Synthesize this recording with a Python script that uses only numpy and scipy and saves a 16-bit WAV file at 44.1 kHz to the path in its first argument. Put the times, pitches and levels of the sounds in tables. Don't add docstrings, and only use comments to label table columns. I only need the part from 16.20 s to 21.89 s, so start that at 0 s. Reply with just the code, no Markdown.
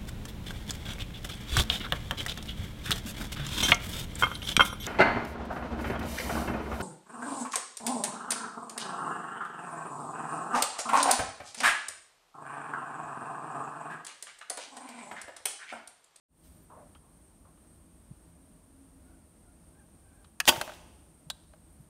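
import sys
import numpy as np
from scipy import signal
from scipy.fft import rfft, irfft, next_fast_len
from scipy.io import wavfile
from scipy.ndimage import uniform_filter1d

SR = 44100
rng = np.random.default_rng(int(sys.argv[2]) if len(sys.argv) > 2 else 0)


def master(y):
    cut = np.clip(np.atleast_2d(y).T, -1, 1)
    pcm = np.round(cut * 32767)
    wavfile.write(sys.argv[1], SR, pcm.astype(np.int16))


N = 250929
TIME = np.arange(N) / SR


def amp(db):
    return 10 ** (np.asarray(db) / 20)


def unit_rms(x):
    return x / np.sqrt(np.mean(x ** 2) + 1e-20)


def curve_at(points, hz):
    f, value = np.transpose(points)
    return np.interp(np.log(hz + 1), np.log(f + 1), value)


def add(mix, start, sound):
    part = mix[round(start * SR):][:len(sound)]
    part += sound[:len(part)]


def drift(cutoff_hz):
    size = next_fast_len(N, True)
    passband = np.fft.rfftfreq(size, 1 / SR) < cutoff_hz
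    return unit_rms(irfft(rfft(rng.standard_normal(size)) * passband, size)[:N])


def envelope(start, attack_s, hold_s, t60_s, jump=0):
    t = TIME - start
    rise = np.minimum(jump + (1 - jump) * t / attack_s, 1)
    decay = amp(-60 * np.maximum(t - attack_s - hold_s, 0) / t60_s)
    return (t >= 0) * rise * decay


def arch(start, length):
    return np.sin(np.pi * np.clip((TIME - start) / length, 0, 1))


def resonate(x, spectrum, modes=(), size=16384):
    hz = np.fft.rfftfreq(size, 1 / SR)
    peaks = 1 + sum(amp(db) / (1 + 2j * (hz - f) / width) for f, width, db in modes)
    magnitude = amp(curve_at(spectrum, hz)) * abs(peaks)
    cepstrum = irfft(np.log(magnitude + 1e-9))
    cepstrum[1:size // 2] *= 2
    cepstrum[size // 2 + 1:] = 0
    response = irfft(np.exp(rfft(cepstrum)))
    return signal.oaconvolve(x, response / np.linalg.norm(response))[:N]


def clatter(shape, passes=4):
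    core, fringe = shape * rng.standard_normal((2, len(shape)))
    for _ in range(passes):
        core = irfft(np.exp(1j * np.angle(rfft(core))), len(core))
        core *= shape / np.sqrt(abs(uniform_filter1d(core ** 2, size=64)) + 1e-14)
    share = np.minimum(1, 10 * (shape / shape.max()) ** 2)
    return np.sqrt(share) * core + np.sqrt(1 - share) * fringe


def impacts(rows, spectrum, modes, direct):
    force, t = np.zeros(N), TIME[:SR // 8]
    for start, db, t60, cutoff_hz in rows:
        contact = clatter(amp(-60 * t / t60))
        contact /= np.linalg.norm(contact)
        contact[0] += direct
        pole = np.exp(-2 * np.pi * cutoff_hz / SR)
        add(force, start, amp(db) * signal.lfilter([1 - pole], [1, -pole], contact))
    return resonate(force, spectrum, modes)


# f/Hz, level/dB
FLOOR_SPECTRUM = [(25, -30), (42, 0.5), (75, -1.5), (120, -10.5), (280, -10.5), (420, -17.5), (1000, -22.5),
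                  (2000, -31.5), (5000, -36.5), (7700, -34), (8500, -24.5), (9400, -27.5), (10400, -31.5),
                  (15500, -40.5)]
# f/Hz, bandwidth/Hz, level/dB
FLOOR_LINES = [(75, 8, -3.5), (100, 6, -4.5), (166, 10, 7.5), (217, 8.7, 3.5), (264, 7, 3.5),
               (323, 10, 2.5), (619, 18, 3.5), (8370, 25, 10.5), (8790, 40, 11.5), (9030, 25, 9),
               (9410, 25, 13), (9660, 25, 9.5)]


def background(level_db=-56.5, waver_db=.5):
    noise = resonate(rng.standard_normal(N), FLOOR_SPECTRUM, FLOOR_LINES)
    return amp(level_db + waver_db * drift(4)) * unit_rms(noise)


def hum_swell(start_s=2, length_s=1.16, hz=270, level_db=-61.5, waver_db=3.0):
    gain = arch(start_s, length_s) * amp(level_db + waver_db * drift(8))
    return gain * np.sin(2 * np.pi * hz * TIME)


# t/s, duration/s, f/Hz, level/dB
WHINE_SWELLS = [(2.796, .24, 722, -71), (3.232, 0.11, 716, -70), (3.531, .13, 805, -69),
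                (3.797, 0.31, 795, -70.5)]


def whine(sag=.04, jitter=0.0348, partials_db=(1, 0, -12)):
    gain, pitch = np.zeros(N), np.zeros(N)
    for start, length, hz, db in WHINE_SWELLS:
        swell = arch(start, length)
        gain += amp(db) * swell
        pitch[TIME >= start] = (hz * (1 - sag * (1 - swell)))[TIME >= start]
    phase = 2 * np.pi * np.cumsum(pitch * (1 + jitter * drift(88.8))) / SR
    return gain * sum(amp(db + 2 * drift(23)) * np.sin(k * phase) for k, db in enumerate(partials_db, 1))


# f/Hz, T60/s
REVERB_TIMES = [(100, 0.4), (400, 1.1), (800, 0.91), (3000, 0.87), (6000, 0.9), (12000, 0.62)]
# f/Hz, level/dB
REVERB_SPECTRUM = [(60, -9), (300, -8.5), (850, -11), (1500, -15.5), (3000, -19), (6000, -18.5),
                   (15000, -20.5)]


def reverberation(x, build_s=0.0069):
    hz, t, noise = signal.stft(rng.standard_normal(SR), SR, nperseg=256)
    t60 = curve_at(REVERB_TIMES, hz)[:, None]
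    decay = amp(-60 * t / t60) * np.sqrt(2 * np.log(1000) / (t60 * SR))
    bands = noise * decay * amp(curve_at(REVERB_SPECTRUM, hz))[:, None]
    tail = signal.istft(bands, SR, nperseg=256)[1][:SR]
    onset = 1 - np.exp(-(TIME[:SR] / build_s) ** 2)
    return signal.oaconvolve(x, tail * onset)[:N]


# t/s, duration/s, level/dB
CLOTH_STROKES = [(0.095, 0.39, -68.5), (0.224, 0.069, -69.5), (5.42, .26, -79)]
# f/Hz, level/dB
CLOTH_SPECTRUM = [(500, -5), (2500, -1), (7000, -3), (11000, -2.5), (13500, 2), (15500, -3.5)]
# t/s, slide/s, level/dB, resonance/Hz
GUN_SCRAPES = [(0.496, 0.045, -53, 1030), (.56, 0.043, -54.5, 620), (.815, 0.036, -68.5, 1040),
               (1.24, 0.029, -63, 1200)]
# f/Hz, level/dB
SCRAPE_SPECTRUM = [(200, -17), (430, -4.5), (550, 1), (800, -2.5), (1100, -4), (1600, -13), (2300, -27.5),
                   (5000, -44)]
# t/s, duration/s, initial f/Hz, level/dB
KNIT_ZIPS = [(.32, .09, 14200, -72), (.39, .08, 14800, -68), (5.5, .07, 13200, -73),
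             (5.58, .08, 12400, -72)]


def handling(grip_db=1.0, scrape_width_hz=220, scrape_peak_db=6.5, slowing_per_s=1.4, zip_band_hz=250):
    strokes = sum(amp(db) * arch(start, length) for start, length, db in CLOTH_STROKES)
    out = strokes * resonate(rng.standard_normal(N), CLOTH_SPECTRUM)
    for start, slide, db, hz in GUN_SCRAPES:
        mode = (hz, scrape_width_hz, scrape_peak_db)
        friction = resonate(rng.standard_normal(N), SCRAPE_SPECTRUM, [mode])
        out += amp(db) * envelope(start, attack_s=0.0071, hold_s=slide, t60_s=0.43) * friction
    for start, length, hz, db in KNIT_ZIPS:
        pitch = hz * (1 - slowing_per_s * np.clip(TIME - start, 0, length))
        narrow_noise = drift(zip_band_hz) * np.sin(2 * np.pi * np.cumsum(pitch) / SR)
        out += amp(db) * arch(start, length) * narrow_noise
    return out * amp(grip_db * drift(69))


# t/s, level/dB, contact cutoff/Hz
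FINGER_TAPS = [(.4995, -33, 500), (.749, -27.5, 9000), (1.375, -40.5, 6000), (2.31, -45, 3000),
               (4.044, -32.5, 12000)]
# f/Hz, level/dB
TAP_SPECTRUM = [(200, -13), (700, -5), (1250, 6), (1800, -11.5), (2500, -7), (3100, -4.5), (4200, -14.5),
                (6000, -25.5), (15000, -28.5)]
# f/Hz, bandwidth/Hz, level/dB
TAP_RESONANCES = [(2912, 40, 3), (3200, 35, 6)]


def finger_taps(t60_s=.08):
    rows = [(start, db, t60_s, hz) for start, db, hz in FINGER_TAPS]
    return impacts(rows, TAP_SPECTRUM, TAP_RESONANCES, direct=.05)


# t/s, level/dB, f/Hz, duration/s
BENCH_BUMPS = [(1.9155, -35, 137, 0.014), (4.2815, -24.5, 274, 0.0042), (4.283, -29.5, 75, .014),
               (4.384, -36.5, 127, 0.019), (5.074, -44.5, 149.6, 0.03), (5.606, -43.5, 140, 0.02)]


def bench_bumps():
    out = np.zeros(N)
    for centre, db, hz, length in BENCH_BUMPS:
        t = TIME - centre
        out += amp(db) * np.cos(2 * np.pi * hz * t) * np.exp(-2 * np.pi * (t / length) ** 2)
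    return out


# f/Hz, level/dB
TICK_SPECTRUM = [(300, -12), (800, -2), (2200, -6), (3800, 1), (7000, -7), (15000, -3)]


def settling(start_s=4.31, length_s=.25, ticks_per_s=50, level_db=-20, fall_db_per_s=61, spread_db=2.5):
    t = TIME - start_s
    ticks = (rng.random(N) < ticks_per_s / SR) * (t > 0) * (t < length_s)
    strength = amp(level_db - fall_db_per_s * np.maximum(t, 0) + spread_db * rng.uniform(-1, 1, N))
    return resonate(ticks * strength, TICK_SPECTRUM)


# t/s, level/dB, scatter T60/s
HOUSING_CLICKS = [(4.045, -35.5, 0.037), (4.2547, -12, .006), (4.536, -27.5, 0.041), (5.1008, -4, 0.031),
                  (5.2003, -43, .012), (5.235, -41, .032)]
# f/Hz, level/dB
CLICK_SPECTRUM = [(100, -15), (470, -17), (650, -0.5), (1500, -2.5), (2200, -9.5), (3000, 2), (3700, 5),
                  (4500, 2), (6500, -7), (8500, -1), (11000, -11), (15000, -15.5)]
# f/Hz, bandwidth/Hz, level/dB
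CLICK_RESONANCES = [(1560, 40, 1), (3460, 60, -1.5), (3870, 28, 6), (7600, 45, 4), (9440, 50, 4.5)]


def housing_clicks(cutoff_hz=16000):
    rows = [(start, db, t60, cutoff_hz) for start, db, t60 in HOUSING_CLICKS]
    return impacts(rows, CLICK_SPECTRUM, CLICK_RESONANCES, direct=.15)


# t/s, level/dB, contact cutoff/Hz
SLUG_KNOCKS = [(4.3245, -2.5, 1000), (4.361, -8.5, 5000), (4.4133, 0.5, 16000), (4.4772, -8.5, 900),
               (4.4932, -11.5, 1400), (4.4985, -13.5, 800), (4.5195, -12.5, 699.7), (5.336, -23, 800)]
# f/Hz, level/dB
KNOCK_SPECTRUM = [(100, -14), (470, -17), (620, 2.5), (900, -6), (1250, -0.5), (1600, -3.5), (1900, -6.5),
                  (3300, -9.5), (5500, -14.5), (10000, -13.5), (15000, -23)]
# f/Hz, bandwidth/Hz, level/dB
KNOCK_RESONANCES = [(630, 39, 5.5), (800, 30, 2.5), (1560, 80, 3.5), (3220, 120, -0.5), (4230, 86, 8.5)]


def slug_knocks(t60_s=.03):
    rows = [(start, db, t60_s, hz) for start, db, hz in SLUG_KNOCKS]
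    return impacts(rows, KNOCK_SPECTRUM, KNOCK_RESONANCES, direct=.05)


# t/s, level/dB, scatter T60/s, contact cutoff/Hz
TRIGGER_CONTACTS = [(4.2013, -0.5, .018, 16000), (4.2029, 3.5, .02, 8000), (4.2056, -1, .035, 2490)]
# f/Hz, level/dB
TRIGGER_SPECTRUM = [(100, -28), (450, -24), (600, -9), (1000, -10.5), (1500, -0.5), (2000, -3), (3000, 0.5),
                    (3800, -11), (4600, -3.5), (8000, -10), (15000, -11.5)]
# f/Hz, bandwidth/Hz, level/dB
TRIGGER_RESONANCES = [(877.6, 60, 3), (1280, 110, 1), (1700, 120, 6), (2600, 130, 5), (6570, 120, 5),
                      (8880, 200, 7), (9570, 150, 5)]


def trigger_snap():
    return impacts(TRIGGER_CONTACTS, TRIGGER_SPECTRUM, TRIGGER_RESONANCES, direct=.25)


# f/Hz, level/dB
BARREL_SPECTRUM = [(200, -8), (900, -5), (2200, -8), (3300, -1), (6000, -0.5), (9000, -3.5), (15000, -9)]


def barrel_rush(strike_s, length_s=0.022, near_s=.0055, level_db=-23):
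    left = strike_s - TIME
    growth = (left > 0) * (left < length_s) / (1 + abs(left) / near_s) ** 2
    return resonate(amp(level_db) * growth * rng.standard_normal(N), BARREL_SPECTRUM)


# t/s, level/dB
SLUG_BLOWS = [(4.2781, 6), (4.2896, 2), (4.2932, 5), (4.2992, -3)]
# f/Hz, level/dB
SHOT_SPECTRUM = [(30, -13.5), (70, -6), (120, -14.5), (260, -8), (470, -6.5), (650, -1), (1050, -2),
                 (1300, -7.5), (2200, -3.5), (3050, 1), (4000, -7), (6500, -7), (9000, -7.5), (15000, -10)]
# f/Hz, bandwidth/Hz, level/dB
METAL_MODES = [(264, 12, 7), (354.4, 14, 6.5), (610, 22, 1), (766, 8, 5), (820, 20, 8), (881, 14, 3),
               (910, 7, 9), (1125, 16, 6), (1498, 33, 9), (1900, 50, 5), (2750, 120, -2), (3070, 55, 7),
               (3285, 55, 8.5), (3615, 45, 8), (4758, 30, 11.5), (5535, 25, 3), (6280, 60, 2),
               (6690, 40, 8), (9490, 20, 4)]


def shot(strike_s, crack_db=-12, rattle_db=-24.5):
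    crack = amp(crack_db) * envelope(strike_s, attack_s=0.0076, hold_s=.008, t60_s=.028, jump=.4)
    rattle = amp(rattle_db) * envelope(strike_s, attack_s=1 / SR, hold_s=0, t60_s=.2)
    shape = (crack + rattle)[TIME >= strike_s][:SR // 4]
    force = np.zeros(N)
    add(force, strike_s, clatter(shape))
    for start, db in SLUG_BLOWS:
        add(force, start, amp([db]))
    return resonate(force, SHOT_SPECTRUM, METAL_MODES), resonate(force, SHOT_SPECTRUM)


def scene(strike_s=4.278):
    ring, blast = shot(strike_s)
    trigger, knocks, clicks, taps = trigger_snap(), slug_knocks(), housing_clicks(), finger_taps()
    into_room = amp(-4.5) * (blast + clicks + taps) + amp(-8.5) * ring
    into_room += amp(-5.5) * trigger + amp(-9.0) * knocks
    echo = reverberation(into_room)
    gun = barrel_rush(strike_s) + ring + trigger + clicks
    bench = settling() + knocks + bench_bumps()
    hands = handling() + taps
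    ambience = whine() + background() + hum_swell()
    return (gun + bench + hands + echo + ambience)[None]


def record(dry, ceiling=0.96, gain_db=-1.5, fade_start_s=0.083, fade_s=.19, cutoff_hz=15700):
    fade = amp(gain_db) * np.clip((TIME - fade_start_s) / fade_s, 0, 1)
    rounded = ceiling * np.tanh(dry * fade / ceiling)
    lowpass = signal.firwin(511, cutoff_hz, window=("kaiser", 9), fs=SR)
    return signal.oaconvolve(rounded, lowpass[None], "same")


dry = scene()
out = record(dry)
master(out)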